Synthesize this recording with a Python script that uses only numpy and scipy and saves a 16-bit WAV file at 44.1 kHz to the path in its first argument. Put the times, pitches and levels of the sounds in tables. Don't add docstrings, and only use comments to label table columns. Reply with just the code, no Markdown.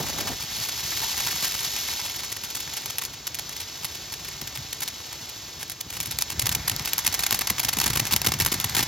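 import sys
import numpy as np
from scipy import signal
from scipy.fft import rfft, irfft, next_fast_len
from scipy.io import wavfile
from scipy.ndimage import uniform_filter1d

SR = 44100
rng = np.random.default_rng(int(sys.argv[2]) if len(sys.argv) > 2 else 0)


def inscribe(sig):
    pcm = np.round(np.clip(np.atleast_2d(sig).T, -1, 1) * 32767)
    wavfile.write(sys.argv[1], SR, pcm.astype(np.int16))


N = 391166
PAIR = (2, N)
TIME = np.arange(N) / SR
SIZE = next_fast_len(N + 8192, real=True)
HZ = np.maximum(np.arange(SIZE // 2 + 1) * SR / SIZE, 1)

# (frequency [Hz], relative density [dB])
CRACK_COLOUR = [(100, -13), (330, -17), (550, -13), (850, 0.5), (1400, -0.5), (2200, 0.5), (5000, 6.5),
                (8500, 3), (12500, 6.5), (15700, -4)]
# (frequency [Hz], relative density [dB])
FIZZ_COLOUR = [(100, -17.5), (330, -10), (550, -11), (850, 0), (1400, -4), (2200, 0), (5000, 0.5),
               (8500, 1.5), (12500, -1.5), (15700, -8.5)]
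# (frequency [Hz], relative density [dB])
HOLLOW_COLOUR = [(520, -22), (740, -4.5), (920, -3.5), (1250, -7), (2200, -2.5), (4000, -39)]
# (frequency [Hz], relative density [dB])
RUMBLE_COLOUR = [(22, -41), (36, -17), (52, 2.5), (110, 4), (160, -0.5), (230, -11), (400, -17.5),
                 (800, -52)]
MIDDLING_MS, MIDDLING_DB = 8, -14
CRACK_RING_MS = 0.3
SAND_ECHO_DB = -15


def from_db(db):
    return 10 ** (np.asarray(db) / 20)


def over_hz(points):
    hz, value = np.transpose(points)
    return np.interp(np.log(HZ), np.log(hz), value)


def colour(x, spectrum):
    gain = from_db(over_hz(spectrum))
    cepstrum = irfft(np.log(gain / np.sqrt(np.mean(gain ** 2))), SIZE)
    cepstrum[1:SIZE // 2] *= 2
    cepstrum[SIZE // 2 + 1:] = 0
    response = np.exp(rfft(cepstrum))
    return irfft(rfft(x, SIZE) * response, SIZE)[..., :N]


def noise(spectrum):
    return colour(rng.standard_normal(PAIR), spectrum)


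def drift(rate):
    lowpass = 1 / (1 + (HZ / rate) ** 2)
    slow = irfft(rfft(rng.standard_normal(SIZE)) * lowpass, SIZE)[:N]
    return slow / slow.std()


def grains(per_s, spread_db):
    size_db = spread_db * np.clip(rng.standard_normal(PAIR), -2, 2)
    sizes = from_db(size_db) * rng.choice([-1, 1], PAIR)
    snaps = sizes * (rng.random(PAIR) < per_s / SR)
    return snaps / snaps.std()


def swells(rows, rise_ms, fall_ms):
    swell = np.zeros(N)
    for s, level_db in rows:
        near = slice(int((s - .2) * SR), int((s + .8) * SR))
        ms = (TIME[near] - s) * 1000
        swell[near] += from_db(level_db) * np.exp(np.minimum(ms / rise_ms, -ms / fall_ms))
    return swell


def burn_level(mean_db, per_thrust, per_flame):
    # (time [s], level [dB])
    thrust_rows = [(0.0, -30), (0.44, -32.5), (0.61, -28.5), (0.75, -30.5), (0.93, -26.7), (1.89, -28),
                   (2.36, -36), (2.81, -33.5), (3.2, -40.5), (3.56, -36), (5.51, -37.5), (5.81, -42.5),
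                   (6.05, -37.5), (7.3, -32.5), (7.54, -35), (7.84, -33), (8.35, -35.5), (8.44, -34),
                   (8.87, -31.5)]
    # (time [s], level [dB])
    flame_rows = [(0.0, -43.5), (0.33, -45), (0.39, -50.5), (1.23, -48), (2.33, -52), (4.05, -52.5),
                  (4.35, -46.5), (4.94, -53.5), (5.54, -53), (6.26, -47.5), (6.38, -36.5), (7.0, -47.5),
                  (7.72, -45), (7.84, -39), (8.87, -42.5)]
    thrust = np.interp(TIME, *np.transpose(thrust_rows))
    flame = np.interp(TIME, *np.transpose(flame_rows))
    return mean_db + per_thrust * (thrust - thrust.mean()) + per_flame * (flame - flame.mean())


def jet(hiss_db, sizzle_db, hollow_db):
    # (frequency [Hz], relative density [dB])
    hiss_colour = [(500, -13.5), (1400, -11), (2000, -4), (3600, 4.5), (6200, 4.5), (7300, 1),
                   (9000, -18.5), (15700, -34)]
    # (frequency [Hz], relative density [dB])
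    sizzle_colour = [(700, -23), (2000, -6), (5000, 6), (9000, -1), (12500, 6), (15700, -12)]
    unevenness_db = 1.24 + .05 * (hiss_db - hiss_db.mean())
    flutter_db = unevenness_db * drift(rate=70)
    gas = noise(hiss_colour) * from_db(hiss_db + flutter_db)
    tube = noise(HOLLOW_COLOUR) * from_db(hollow_db + flutter_db)
    burning = grains(per_s=9000, spread_db=2.5)
    sparks = burning * from_db(sizzle_db + flutter_db)
    return gas + tube + colour(sparks, sizzle_colour)


def hoots():
    # (time [s], peak level [dB])
    hoot_rows = [(1.03, -41.5), (2.0, -49)]
    # (frequency [Hz], relative density [dB])
    note_colour = [(600, -39), (830, -8), (900, -1), (1000, -6), (1400, -40)]
    return swells(hoot_rows, rise_ms=53, fall_ms=170) * noise(note_colour)


def spits(level_db, per_s, fall_ms, spectrum):
    sizes = from_db(rng.uniform(2, 13, N))
    starts = (rng.random(N) < per_s / SR) * sizes
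    decay = np.exp(-1000 / (fall_ms * SR))
    dying = signal.lfilter([1], [1, -decay], starts + 1e-18)
    return colour(dying * from_db(level_db) * rng.standard_normal(PAIR), spectrum)


def sputter(sizzle_db):
    fine = spits(sizzle_db, per_s=80, fall_ms=1.3, spectrum=FIZZ_COLOUR)
    coarse = spits(sizzle_db - 9, per_s=24, fall_ms=4.5, spectrum=HOLLOW_COLOUR)
    return fine + coarse


def around(s):
    near = slice(max(int((s - .03) * SR), 0), int((s + .1) * SR))
    return near, (TIME[near] - s) * 1000


def star_crack(ms, ring_ms):
    spike = rng.standard_normal((2, len(ms))) * np.exp(-abs(ms) / ring_ms) * (ms > 0)
    unit_energy = spike / np.linalg.norm(spike, axis=1, keepdims=True)
    return unit_energy * np.sqrt(SR / 1000)


def star_volley(ms, length_ms, rise_ms, fall_ms):
    early, late = np.maximum(-ms, 0), np.maximum(ms - length_ms, 0)
    return np.exp(-early / rise_ms - late / fall_ms) / np.sqrt(length_ms + 1)


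def star_colour(energy_db):
    lag_ms, coarse = rng.uniform([.7, -1], [3.6, 1])
    dullness = -0.01 * (energy_db - MIDDLING_DB) + 0.11 * coarse
    return lag_ms, np.clip(dullness, -.5, .5)


def star_tone(x, lag_ms, dullness):
    lag, gain = int(lag_ms * SR / 1000), from_db(SAND_ECHO_DB)
    echoed = (x + gain * np.roll(x, lag, axis=-1)) / np.hypot(1, gain)
    return signal.lfilter([np.sqrt(1 - dullness ** 2)], [1, -dullness], echoed)


def star_body(x, body_db):
    low_mids = signal.butter(1, [450, 2500], "band", fs=SR, output="sos")
    return x + (from_db(body_db) - 1) * signal.sosfilt(low_mids, x)


def small_stars(count):
    when, size, length = rng.uniform([0, -1, .5], [N / SR - .05, 1, 2], (count, 3)).T
    burn_db = burn_level(mean_db=-27.5, per_thrust=0.5, per_flame=0.49)
    energy_db = burn_db[(when * SR).astype(int)] + 4.5 * size
    return np.c_[when, energy_db, MIDDLING_MS * length, np.zeros(count)]


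def stars(ember_db, ember_ms):
    # (time [s], energy over one ms [dB], volley length, at least 1 [ms], low-mid body [dB])
    star_rows = [(0.0652, -23, 7.9, 2), (0.0969, -27, 4.5, 2), (0.1827, -23.5, 10, 5.5),
                 (0.2728, -18, 18, 5), (0.6312, -21, 24, -3.0), (0.687, -22, 9.5, 2),
                 (1.2013, -18.5, 14.0, 3), (1.2652, -15.5, 8, 0), (1.3105, -19, 13, 0),
                 (1.4242, -15, 34, 1.5), (1.542, -20, 12, 0), (1.648, -20.5, 6, -2.5),
                 (2.0491, -19.5, 18, 1), (2.0973, -23, 4, -3), (2.1597, -23, 7.3, -8),
                 (2.1918, -23, 15, 2.5), (2.2336, -22.5, 20, 4), (2.3191, -19.5, 9.0, -5),
                 (2.365, -25, 6, 0), (2.4363, -21, 13.0, -1), (2.502, -24, 9.5, -8),
                 (2.5498, -18.5, 8.5, -5.0), (2.565, -22.5, 9.1, -1), (2.6009, -24.5, 8.3, -3),
                 (2.677, -33, 2, 12), (2.7361, -25, 7, 1), (2.7662, -24.5, 4.9, 2), (2.7746, -22, 7.5, 0),
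                 (2.8565, -23.5, 9.3, -1.5), (2.8991, -22.5, 10.5, -4), (2.9839, -20, 12, 2),
                 (3.0157, -21.5, 8.0, 2), (3.0367, -22, 4.2, -3), (3.0516, -23.5, 12.4, -3),
                 (3.2689, -17.5, 8.7, -5), (3.3448, -19, 8.7, -11), (3.388, -20, 9.3, -3),
                 (3.493, -25.5, 3.7, -1.5), (3.5637, -23, 6.5, -3.5), (3.6, -21.0, 19.4, -3),
                 (3.8464, -18, 9.2, -3), (3.9489, -24, 9.2, -6), (4.1226, -24, 8.7, -4),
                 (4.1391, -24, 3.2, -2.5), (4.2469, -26, 8.5, 0), (4.2831, -24.5, 8.0, -2),
                 (4.4141, -26, 4.2, -2), (4.4738, -24, 3.8, -2), (4.5523, -23, 12, -4),
                 (4.7273, -21.5, 6.5, -5), (4.8047, -23, 4.0, -3.0), (4.8195, -18.5, 8.5, -2),
                 (4.8317, -18, 7.6, -2), (4.8777, -19, 11, -3), (5.128, -27, 4, 1), (5.2922, -27, 8.0, -3),
                 (5.6096, -27.5, 17, 0), (5.6291, -23, 2.7, 0), (5.6981, -24, 8.5, -7),
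                 (5.7173, -23.5, 6.8, -4), (5.8062, -19.5, 8.7, -6.5), (5.9022, -26.5, 6.6, -2),
                 (5.9676, -24, 8.0, -2), (6.0031, -20.5, 1.3, -5), (6.007, -20.5, 5.5, -9),
                 (6.029, -22.5, 6.9, -3), (6.0576, -21, 5.2, -4.0), (6.0693, -24.5, 6.6, -1),
                 (6.1096, -20, 5.6, -4), (6.1205, -24.5, 7.0, 1), (6.1874, -20, 2.7, -2.0),
                 (6.2091, -18, 7.0, -5), (6.2224, -17.5, 3.5, -7), (6.3011, -21, 4.1, -1),
                 (6.3134, -23, 16.0, 0.0), (6.3947, -11, 4.8, -5), (6.418, -17, 7.3, -2),
                 (6.4575, -17.5, 3.5, -2), (6.4674, -13.5, 4.2, -3), (6.4911, -16, 5.1, -1),
                 (6.5159, -14, 14.4, -1), (6.5493, -14.5, 5.8, -4), (6.6769, -13, 8.3, -1.5),
                 (6.6974, -17, 2.8, 1), (6.7154, -21.5, 4.8, 4.5), (6.7959, -26, 2.5, 8.5),
                 (6.8495, -19.5, 12, 3.5), (6.8749, -19.5, 7, 3), (6.8861, -22, 9.3, -2),
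                 (6.9334, -16, 3.0, -4), (6.9798, -25, 4.9, -2), (6.9891, -18.5, 3.2, 1.0),
                 (7.0481, -19.0, 4.6, 0), (7.0644, -9.5, 4.5, -0.5), (7.0752, -16.0, 4.5, -3.0),
                 (7.1257, -18, 6.5, -4), (7.1423, -13.5, 10.0, -1.0), (7.1924, -14, 5.6, 0.5),
                 (7.2039, -22, 4.5, -1.0), (7.2351, -12.5, 6.5, 0), (7.264, -15, 6.8, 2.5),
                 (7.3086, -18, 3.9, 3), (7.3188, -23.5, 3.6, 8), (7.3263, -13.5, 3.2, 0.0),
                 (7.3447, -14.5, 4, -1.0), (7.391, -19.5, 2.46, 3.5), (7.4101, -15, 10.0, 1.5),
                 (7.4719, -16, 5.5, 2), (7.499, -11, 6.8, 2), (7.5822, -18.5, 7.5, 4),
                 (7.5952, -11, 7.4, -3.5), (7.6318, -16.5, 9.1, 2.5), (7.6476, -12.5, 4.0, -3),
                 (7.6846, -13, 10.7, 2), (7.7295, -15, 8.7, 4.5), (7.7698, -16.5, 2.7, 3.5),
                 (7.7868, -16, 2.9, -3), (7.8011, -16, 3.2, -2.0), (7.814, -11.5, 5.3, 3.5),
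                 (7.8328, -22, 3.4, 4), (7.84, -17.0, 5.4, 4), (7.8601, -12, 9.0, 2.5),
                 (7.8768, -19, 3.5, 1), (7.902, -16.5, 5.1, 5), (7.9324, -19, 7.5, 2),
                 (7.9553, -13.5, 7, 4), (7.9716, -13.5, 5, 0), (7.9963, -13, 6.2, 2),
                 (8.0523, -21.5, 2.2, 6), (8.0678, -17, 12, -1), (8.1095, -16.5, 10, 5.5),
                 (8.1234, -13.5, 5.6, -1.5), (8.1331, -12, 7.2, -1), (8.1633, -15.5, 2.4, -2.0),
                 (8.217, -20, 2.7, 5), (8.2458, -16, 11, 4), (8.2642, -9, 10.5, 0), (8.2856, -19, 6.2, 4),
                 (8.3194, -19, 5, 5), (8.3385, -17, 4.9, 3), (8.3878, -23, 6.6, 0.0), (8.4012, -12, 4, -1),
                 (8.408, -15, 5, 0), (8.4177, -18, 12, 1), (8.4496, -22.0, 2.5, -2.0), (8.462, -13, 6.3, 1),
                 (8.474, -23, 5.5, 3.0), (8.5182, -11, 11.5, 0.5), (8.538, -14.5, 8.0, 2.5),
                 (8.601, -19.5, 2.1, 1), (8.608, -21, 8.9, -3), (8.6427, -14.5, 5.8, 2.5),
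                 (8.6951, -19, 3.7, -1), (8.7494, -12.5, 7.0, 1), (8.7671, -10, 19, 3),
                 (8.7905, -14, 7.7, 6.5), (8.8031, -17.5, 6.2, 2), (8.8268, -13, 11.5, -3)]
    # (frequency [Hz], relative density [dB])
    thump_colour = [(40, -19), (130, 4), (360, 0), (540, -10), (1500, -35)]
    crack_base_db, volley_db, thump_base_db = -6, 1.53, -24
    crack_loss_db, crack_spread_db = 2, 4
    thump_ms = 1.2
    heavy_from_s, heavy_db = 7.76, 9.5
    cracks, fizz, thumps = np.zeros(PAIR), np.zeros(PAIR), np.zeros(PAIR)
    fragments = grains(per_s=12000, spread_db=6.0)
    embers = grains(per_s=1100, spread_db=3.5)
    fragments = fragments * from_db(2.5 * drift(rate=530) - 0.55)
    for s, energy_db, length_ms, body_db in [*star_rows, *small_stars(count=28)]:
        near, ms = around(s)
        length_ms, tone = max(length_ms, 1), star_colour(energy_db)
        hard, place = rng.uniform([-1, 0], [1, .9])

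        crack_db = crack_base_db - crack_loss_db * np.log2(length_ms / MIDDLING_MS) + crack_spread_db * hard
        crack = star_crack(ms - place ** 2 * length_ms, CRACK_RING_MS)
        cracks[:, near] += from_db(energy_db + crack_db) * star_body(star_tone(crack, *tone), body_db)

        volley = fragments[:, near] * star_volley(ms, length_ms, rise_ms=0.81, fall_ms=0.93)
        trail_shape = star_volley(ms, length_ms, rise_ms=0.45, fall_ms=ember_ms)
        trail = embers[:, near] * from_db(ember_db) * trail_shape
        fizz[:, near] += from_db(energy_db + volley_db) * star_body(star_tone(volley + trail, *tone), body_db)

        thump_db = thump_base_db + body_db + heavy_db * (s > heavy_from_s)
        thump = star_crack(ms - place * length_ms / 2, thump_ms)
        thumps[:, near] += from_db(energy_db + thump_db) * thump
    return colour(cracks, CRACK_COLOUR) + colour(fizz, FIZZ_COLOUR) + colour(thumps, thump_colour)


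def shock(ms):
    front = 1
    wave = star_crack(ms, CRACK_RING_MS)
    wave[:, np.argmax(ms > 0)] = front * np.sqrt(SR / 1000)
    return wave / np.hypot(1, front)


def hard_cracks():
    # (time [s], energy over one ms [dB])
    crack_rows = [(0.6943, -23), (2.8597, -22), (2.9843, -13), (3.0516, -20.5), (3.277, -21), (3.8465, -18),
                  (4.4168, -23), (4.5749, -22), (5.6982, -22.5), (6.1876, -13.5), (6.2225, -10),
                  (6.4934, -15), (6.5512, -9), (6.6812, -13), (6.6975, -14), (6.7639, -18), (6.858, -14),
                  (6.9335, -10.5), (6.9819, -11.5), (7.0768, -12), (7.1422, -14), (7.2658, -13),
                  (7.3089, -12), (7.391, -16), (7.7699, -22), (7.787, -17), (7.8013, -15), (7.8162, -15),
                  (7.8417, -16), (7.8645, -13), (8.1242, -15), (8.139, -9), (8.1632, -13), (8.2173, -17),
                  (8.2706, -10), (8.2723, -10), (8.4217, -16), (8.4497, -16), (8.462, -11), (8.4683, -15),
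                  (8.486, -22), (8.6008, -15.5), (8.6446, -14), (8.7672, -12)]
    cracks = np.zeros(PAIR)
    for s, energy_db in crack_rows:
        near, ms = around(s)
        cracks[:, near] += from_db(energy_db) * star_tone(shock(ms), *star_colour(energy_db))
    return colour(cracks, CRACK_COLOUR)


def roar(rumble_db, rush_db):
    # (frequency [Hz], relative density [dB])
    rush_colour = [(100, -12.5), (210, -2), (320, 1.5), (540, -3.5), (750, -3), (1300, -5.5), (4000, -16)]
    lumps = drift(rate=40)
    rumble = noise(RUMBLE_COLOUR) * from_db(rumble_db + 2.9 * lumps)
    rush = noise(rush_colour) * from_db(rush_db + 1.36 * lumps)
    return rumble + rush


def puffs():
    # (time [s], peak level [dB])
    flare_rows = [(0.163, -32), (1.262, -37), (2.68, -41), (4.423, -35.5), (4.592, -35.5), (5.867, -38.5),
                  (6.011, -37), (6.083, -33.5), (6.436, -29.5), (6.482, -33), (6.563, -31), (6.72, -31.5),
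                  (6.81, -33), (7.086, -34), (7.327, -30), (7.508, -28.5), (7.656, -33), (7.78, -29),
                  (7.868, -27), (7.967, -27), (8.023, -28), (8.141, -28.5), (8.28, -26), (8.355, -32),
                  (8.42, -26), (8.475, -31), (8.553, -31), (8.655, -30.5), (8.81, -28)]
    # (frequency [Hz], relative density [dB])
    thud_colour = [(30, -29), (65, -3), (112, 4.5), (220, -6), (340, -14), (520, -22.5), (900, -19),
                   (1600, -35)]
    gas = noise(thud_colour)
    even = gas / np.sqrt(uniform_filter1d(gas ** 2, size=700))
    return swells(flare_rows, rise_ms=8, fall_ms=15) * even


def surge(stop_s, fade_s, surge_db):
    burning = np.clip((stop_s - TIME) / fade_s, 0, 1)
    body = noise([(40, -12), (130, -5), (290, 0.0), (500, -6.5), (780, -3.5), (1100, -12), (2500, -22.0)])
    return burning * from_db(surge_db + 3.5 * drift(rate=41)) * body


def ports(pair):
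    # (frequency [Hz], phase [rad])
    phase_rows = [(400, 0), (550, .35), (750, .25), (1050, .6), (1450, 0), (2600, 0), (3300, .45),
                  (5250, .5), (5750, -1.5), (6700, -.75), (7600, -2.4), (8000, -2.45), (11000, -4.6),
                  (13000, -6.28)]
    # (frequency [Hz], level [dB])
    width_rows = [(300, -28), (600, -16), (1200, -14), (1500, -30), (2300, -30), (3200, -14), (7500, -10),
                  (8700, -19), (11000, -9), (14000, -19)]
    direct, decorrelated = rfft(pair, SIZE)
    share, sign = from_db(over_hz(width_rows)), np.array([[1], [-1]])
    heard = (direct + sign * share * decorrelated) / np.hypot(1, share)
    return irfft(heard * np.exp(.5j * sign * over_hz(phase_rows)), SIZE)[:, :N]


def wind():
    gust_db, gust_end_s, gust_fall_s = -42, 0.39, .12
    breeze_db, breeze_fall_db_per_s = -54.5, 5.5
    gust = from_db(gust_db + 2 * drift(rate=20)) * np.clip((gust_end_s - TIME) / gust_fall_s, 0, 1)
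    breeze = from_db(breeze_db - breeze_fall_db_per_s * TIME)
    return (gust + breeze) * noise(RUMBLE_COLOUR)


def scene():
    hiss_db = burn_level(mean_db=-37.5, per_thrust=0.89, per_flame=-0.059)
    sizzle_db = burn_level(mean_db=-44.5, per_thrust=1.55, per_flame=-0.16)
    hollow_db = burn_level(mean_db=-50.5, per_thrust=0.73, per_flame=0.19)
    rumble_db = burn_level(mean_db=-47.5, per_thrust=0, per_flame=0.95)
    rush_db = burn_level(mean_db=-47, per_thrust=0.24, per_flame=0.14)
    empty = np.clip((TIME - 6.25) / 0.29, 0, 1)
    plume = jet(hiss_db, sizzle_db, hollow_db + 6 * empty) + hoots()
    crackle = sputter(sizzle_db) + stars(ember_db=-11.5, ember_ms=11.7) + hard_cracks()
    flame = roar(rumble_db, rush_db) + puffs()
    flame += surge(stop_s=0.396, fade_s=0.046, surge_db=-39.0)
    return ports(plume + crackle + flame) + wind()


def record(dry):
    rounded = .95 * np.tanh(dry / .95)
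    bass_cut = signal.butter(4, 38, "high", fs=SR, output="sos")
    top_cut = signal.cheby2(16, 50, 16500, fs=SR, output="sos")
    return signal.sosfiltfilt(top_cut, signal.sosfilt(bass_cut, rounded))


dry = scene()
out = record(dry)
inscribe(out)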